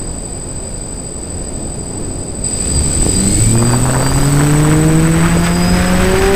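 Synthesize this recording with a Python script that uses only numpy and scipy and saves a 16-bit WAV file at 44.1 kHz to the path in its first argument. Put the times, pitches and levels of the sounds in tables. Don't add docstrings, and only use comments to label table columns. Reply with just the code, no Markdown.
import sys
import numpy as np
from scipy import signal
from scipy.fft import rfft, irfft
from scipy.io import wavfile
from scipy.ndimage import uniform_filter1d

SR = 44100
rng = np.random.default_rng(int(sys.argv[2]) if len(sys.argv) > 2 else 0)


def to_wav(s):
    ch = np.atleast_2d(s).T
    pcm = np.round(np.clip(ch, -1, 1) * 32767)
    wavfile.write(sys.argv[1], SR, pcm.astype(np.int16))


N = 280035
T = np.arange(N) / SR
HZ = np.fft.rfftfreq(N, 1 / SR)
THROTTLE_S, THROTTLE_RAMP_S = 2.439, 0.0079
LIFT_OFF_S, LIFT_OFF_RAMP_S = 3.5, 0.14
IDLE_HZ, LIFT_HZ = 39.28, 111

# (time [s], blade-pass rate [Hz])
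BLADE_RATE = [(2.45, 41.2), (2.59, 55.5), (2.68, 63.4), (2.85, 73.45), (3.23, 96.65), (3.56, 114.6),
              (3.82, 124.5), (4.11, 135.9), (4.38, 144.6), (4.75, 154.1), (5.68, 177.3), (6.01, 183.8),
              (6.35, 198)]
# (time [s], lead [blade passes])
PAIR_LEAD = [(0.88, 0.05), (1.02, 0.45), (2.55, 0.5), (2.7, 0.79), (3.09, 2.23), (3.2, 2.46), (3.59, 3.02),
             (4.01, 3.17), (4.32, 3.13), (4.76, 3.04), (5.26, 2.82), (5.55, 2.81), (5.98, 2.74),
             (6.02, 2.66), (6.35, 2.42)]
# (time [s], gain [dB])
HUM_GAIN = [(0.03, -22.5), (2.27, -38), (2.86, -11.5), (3.07, -23.5), (3.17, -11.5), (3.67, -13.5),
            (3.98, -16), (4.39, -11.5), (4.83, -12), (5.97, -12), (6.35, -8)]
BLADE_HARMONICS_DB = [0.3, -3.5, -9, -15.5]
# (switching pitch [Hz], speed / common speed [ratio])
MOTOR_TUNING = [(8021.9, .988), (8034.2, 1.), (8050.4, 1.011), (8077.2, 1.003)]
MOTOR_SHARE_DB = [-6, -4.5, -10, -4]
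# (centre [Hz], width [Hz], gain [dB])
FRAME_MODES = [(2390, 590, -9), (3850, 890, -11), (4560, 190, -2), (4837, 270, 6.5), (7320, 730, -9),
               (8236, 610, -1), (15100, 600, -15)]
WHISTLE_ORDERS = [(1, -1, 1), (1, 1, 1), (1, -4, .98), (1, -4, .88), (1, -5, 1), (1, -7, .97), (0, 3, 1),
                  (0, 4, 1), (0, 4, 1), (0, 4, .905), (0, 5, 1), (0, 6, 1), (0, 6, 1), (0, 7, 1), (0, 9, 1)]
# (centre [Hz], width [Hz], gain [dB])
WHISTLE_MODES = [(7850, 3400, -20), (8950, 2200, -23), (4750, 240, -8), (4490, 130, -11.5),
                 (4815, 300, -9.5), (4770, 260, -10), (2460, 1104, -21), (4952, 320, -0.5), (4640, 60, -10),
                 (4938, 530, -6), (4770, 315, -5), (4250, 1000, -19), (2520, 440, -23), (5000, 500, -23),
                 (6200, 1300, -28.5)]
# (frequency [Hz], relative density [dB])
SURF_SPECTRUM = [(20, 3.5), (45, 1.5), (90, 0.5), (200, -2.5), (400, -7), (700, -13.5), (1200, -24.5),
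                 (2000, -30), (3300, -34.5), (6500, -37.5), (10000, -44.5), (14000, -46.5)]
# (time [s], gain [dB])
SURF_SWELL = [(0, -2), (1.0, -1.5), (1.5, 1), (2.3, 1.7), (3.0, 5.5)]
# (frequency [Hz], relative density [dB])
HISS_SPECTRUM = [(200, 21), (1000, 5.5), (2500, 7), (4000, 6.5), (6500, 4.5), (9500, 1), (12000, -0.5),
                 (15000, 1)]
# (frequency [Hz], relative density [dB])
RUMBLE_SPECTRUM = [(15, 4), (35, 6.5), (70, 2.5), (130, -3), (250, -12), (450, -16), (800, -35),
                   (2000, -42)]
# (frequency [Hz], relative density [dB])
FLUTTER_SPECTRUM = [(60, -19), (250, -3.5), (600, 2), (1000, 2.5), (1500, -2.5), (2200, -12), (3200, -24.5),
                    (6000, -42), (14000, -34)]
# (time [s], half length [s], rumble boost [dB], flutter boost [dB])
WASH_GUSTS = [(3.06, 0.098, 8, -2), (3.4, 0.076, 7, -10), (3.694, 0.13, 4, 2.5), (3.962, 0.17, -1.5, 5),
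              (4.16, 0.14, 8, 1), (4.438, 0.11, -4, 4), (4.688, 0.086, -1, 4.5), (5.238, 0.13, 4, 6),
              (5.786, 0.05, 6, 0.5), (6.027, 0.12, 6, 4.5)]
# (time [s], peak [dB], half length [ms])
GUST_POPS = [(3.012, -4, 3.6), (3.030, -7, .45), (3.0656, 0.5, .35), (3.093, -4.5, .77), (3.16, -11, 1.1),
             (3.555, -2.5, .28), (3.621, -6, 0.24), (3.627, -1.5, 0.23), (3.712, -10, 0.18),
             (3.7442, 9, .11), (3.946, -3, 0.18), (5.37, 3, 0.49)]
# (frequency [Hz], relative density [dB])
RUSH_SPECTRUM = [(300, -7), (900, -2.5), (1700, 0.5), (2400, -3.5), (3500, -10.5), (6000, -16.5),
                 (14000, -26.5)]


def amp(db):
    return 10 ** (np.asarray(db) / 20)


def unit_rms(x):
    return x / np.sqrt(np.mean(x ** 2) + 1e-20)


def curve(rows):
    return np.interp(T, *np.transpose(rows))


def coloured(x, spectrum):
    hz, db = np.transpose(spectrum)
    gain = amp(np.interp(np.log(HZ + 1), np.log(hz), db))
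    return unit_rms(irfft(rfft(x) * gain, N))


def wander(rate_hz):
    return unit_rms(irfft(rfft(rng.standard_normal(N)) * np.exp(-(HZ / rate_hz) ** 2), N))


def ramp(at_s, length_s):
    return np.clip((T - at_s) / length_s + 0.5, 0, 1)


def bump(at_s, half_s):
    return np.exp(-np.minimum(((T - at_s) / half_s) ** 2, 100))


def flight_gain(idle_db, ground_db, aloft_db):
    opened = ramp(THROTTLE_S, THROTTLE_RAMP_S)
    aloft = ramp(LIFT_OFF_S, LIFT_OFF_RAMP_S)
    return amp(idle_db + opened * (ground_db - idle_db) + aloft * (aloft_db - ground_db))


def propeller_hum(blade_rad, blade_hz, second_pair_db=-2.5, shake_depth=0.09):
    levels_db = list(BLADE_HARMONICS_DB) + [BLADE_HARMONICS_DB[-1] - db for db in (6, 12, 18)]
    lead_rad = np.pi * curve(PAIR_LEAD)
    second_gain = amp(second_pair_db)
    dull_db = 4 * (IDLE_HZ / blade_hz) ** 2
    hum = np.zeros(N)
    for k, db in enumerate(levels_db, 1):
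        start_rad = rng.uniform(0, 2 * np.pi)
        leading = np.cos(k * (blade_rad + lead_rad) + start_rad)
        trailing = np.cos(k * (blade_rad - lead_rad) + start_rad)
        pairs = (leading + second_gain * trailing) / (1 + second_gain)
        hum += amp(db - dull_db * (k + 0.5)) * (1 + shake_depth * wander(33)) * pairs
    imbalance = amp(-37) * np.cos(blade_rad / 2)
    return np.sqrt(2) * (amp(curve(HUM_GAIN)) * hum + imbalance)


def current_ripple(shaft_rad, poles=14, pole_boost_db=5, size=8192):
    k = np.arange(size // 2 + 1)
    in_band = (k > 0) & (k < size // 64)
    strength = in_band * amp(pole_boost_db * (k % poles == 0)) / (1 + k / 4.3)
    one_turn = unit_rms(irfft(strength * np.exp(2j * np.pi * rng.random(len(k)))))
    return np.interp(shaft_rad % (2 * np.pi), np.linspace(0, 2 * np.pi, size), one_turn)


def commutation_ticks(shaft_rad, steps_per_turn=42):
    position = steps_per_turn * shaft_rad / (2 * np.pi)
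    step = np.floor(position).astype(int)
    at = np.flatnonzero(np.diff(step) > 0) + 1
    late_samples = (position[at] - step[at]) / (position[at] - position[at - 1])
    strength = rng.standard_normal(steps_per_turn)[step[at] % steps_per_turn]
    before = np.bincount(at - 1, strength * late_samples, N)
    after = np.bincount(at, strength * (1 - late_samples), N)
    return unit_rms(before + after)


def frame_ring(vibration, floor_db=-32):
    power = sum(amp(db) ** 2 / (1 + (2 * (HZ - hz) / width_hz) ** 2) ** 2
                for hz, width_hz, db in FRAME_MODES)
    return irfft(rfft(vibration) * np.sqrt(power + amp(floor_db) ** 2), N)


def motor_whine(blade_rad, blade_hz, ripple_db=-8, rasp_db=-5, octave_db=-5, slip_rad=0.0387):
    tones, sidebands, ticks = np.zeros((3, N))
    for (switch_hz, speed), db in zip(MOTOR_TUNING, MOTOR_SHARE_DB):
        shaft_rad = speed * blade_rad / 2 + slip_rad * wander(1.58)
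        switch_rad = 2 * np.pi * (switch_hz * T + rng.random())
        tone = np.cos(switch_rad)
        octave = amp(octave_db) * np.cos(2 * switch_rad)
        tones += np.sqrt(2) * amp(db) * tone
        sidebands += np.sqrt(2) * amp(db) * (tone + octave) * current_ripple(shaft_rad)
        ticks += amp(db) * commutation_ticks(shaft_rad)
    rattle = ticks + amp(rasp_db) * rng.standard_normal(N)
    rattle /= 1 + (blade_hz / 108) ** 4
    return tones + frame_ring(amp(ripple_db) * sidebands + rattle)


def motor_whistles(blade_hz, twin_speed=1.03, twin_db=-10, flicker_db=2.5, jitter=0.0031, poles=14):
    switch_hz = MOTOR_TUNING[1][0]
    whistles = np.zeros(N)
    for speed, motor_db in [(1, 0), (twin_speed, twin_db)]:
        gain = amp(motor_db + flicker_db * wander(25))
        shaft_hz = speed * blade_hz / 2 * (1 + jitter * wander(46))
        for (switch_order, pole_order, ratio), (hz, width_hz, db) in zip(WHISTLE_ORDERS, WHISTLE_MODES):
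            pitch_hz = switch_order * switch_hz + pole_order * poles * ratio * shaft_hz
            flare = amp(db) / (1 + (2 * (pitch_hz - hz) / width_hz) ** 2) ** 1.66
            whistles += gain * flare * np.cos(2 * np.pi * (np.cumsum(pitch_hz) / SR + rng.random()))
    return np.sqrt(2) * whistles


def motor_gain(blade_hz, kick_s=0.041):
    octaves = np.log2(blade_hz / LIFT_HZ)
    kick_db = 6 * np.exp(-abs(T - THROTTLE_S) / kick_s)
    return flight_gain(idle_db=-29, ground_db=-17 + 3.5 * octaves + kick_db, aloft_db=-20.5 - 11 * octaves)


def surf(gain_db=-24, drift_db=0.5, swell_below_hz=500, comb_gain=0.37, comb_delay_s=0.0232):
    wash = coloured(rng.standard_normal(N), SURF_SPECTRUM)
    low = signal.sosfiltfilt(signal.butter(2, swell_below_hz, fs=SR, output="sos"), wash)
    wash += (amp(curve(SURF_SWELL)) - 1) * low
    wash *= amp(drift_db * wander(2.7))
    delayed = np.roll(wash, round(comb_delay_s * SR))
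    return amp(gain_db) * (wash + comb_gain * delayed)


def blade_hiss(blade_rad, blade_hz, dull_above_hz=10500):
    spit = 1 + 1.3 * np.exp(3 * (np.cos(blade_rad) - 1))
    hiss = coloured(rng.standard_normal(N), HISS_SPECTRUM) * unit_rms(spit)
    treble = signal.sosfiltfilt(signal.butter(2, dull_above_hz, "high", fs=SR, output="sos"), hiss)
    hiss -= np.interp(blade_hz, [85, 120], [0.66, 0]) * treble
    octaves = np.log2(blade_hz / LIFT_HZ)
    ground_db = -24.5 + 7 * octaves
    aloft_db = -28 - octaves + 3 * bump(at_s=4.334, half_s=0.34)
    return flight_gain(ground_db, ground_db, aloft_db) * hiss


def downwash_gains(blade_hz, full_hz=79):
    octaves = np.minimum(np.log2(blade_hz / full_hz), 0)
    rumble_db = -23.5 + 19 * octaves + 0.6 * wander(4.1)
    flutter_db = -35 + 11 * octaves + 9 * ramp(LIFT_OFF_S + 0.082, length_s=0.1)
    for at_s, half_s, rumble_boost_db, flutter_boost_db in WASH_GUSTS:
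        gust = bump(at_s, half_s)
        rumble_db += rumble_boost_db * gust
        flutter_db += flutter_boost_db * gust
    return amp(rumble_db), amp(flutter_db)


def downwash(blade_rad, blade_hz, chop_depth=0.5, ragged_at_s=3.83, build_s=0.71, calm_s=1.44):
    rumble_gain, flutter_gain = downwash_gains(blade_hz)
    rumble = coloured(rng.standard_normal(N), RUMBLE_SPECTRUM)
    spread_db = 5 * np.exp(-np.maximum((ragged_at_s - T) / build_s, (T - ragged_at_s) / calm_s))
    bursts = amp(spread_db * wander(390) + wander(48)) * (1 + chop_depth * np.cos(blade_rad))
    bursts /= np.sqrt(uniform_filter1d(bursts ** 2, SR // 5))
    eddies = bursts * rng.standard_normal(N)
    dull = coloured(eddies, FLUTTER_SPECTRUM)
    bright = coloured(eddies, [(1.5 * hz, db) for hz, db in FLUTTER_SPECTRUM])
    fast = np.interp(blade_hz, [128, 168], [0, 1])
    flutter = (1 - fast) * dull + fast * bright
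    return rumble_gain * rumble + flutter_gain * flutter


def gust_pops():
    return sum(amp(db) * bump(at_s, half_ms / 1000) for at_s, db, half_ms in GUST_POPS)


def airstream_rush(blade_hz, ref_db=-30, ref_hz=160, grain_db=2, gust_db=2.14):
    roughness = amp(grain_db * wander(220) + gust_db * wander(21))
    rush = coloured(rng.standard_normal(N) * roughness, RUSH_SPECTRUM)
    return amp(ref_db) * (blade_hz / ref_hz) ** 5.8 * rush


def scene():
    target_hz = curve([(THROTTLE_S - THROTTLE_RAMP_S, IDLE_HZ)] + list(BLADE_RATE))
    blade_hz = uniform_filter1d(target_hz, SR // 10)
    blade_rad = 2 * np.pi * np.cumsum(blade_hz) / SR
    airflow = np.clip((T - THROTTLE_S) / 0.08, 0, 1)
    hum = propeller_hum(blade_rad, blade_hz)
    motors = motor_gain(blade_hz) * (motor_whine(blade_rad, blade_hz) + motor_whistles(blade_hz))
    air = airflow * (blade_hiss(blade_rad, blade_hz) + downwash(blade_rad, blade_hz))
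    return (hum + motors + surf() + air + gust_pops() + airstream_rush(blade_hz))[None]


def record(dry, cutoff_hz=15480):
    lowpass = signal.firwin(511, cutoff_hz, window=("kaiser", 9), fs=SR)
    return signal.oaconvolve(np.clip(dry, -1, 1), lowpass[None], "same")


dry = scene()
out = record(dry)
to_wav(out)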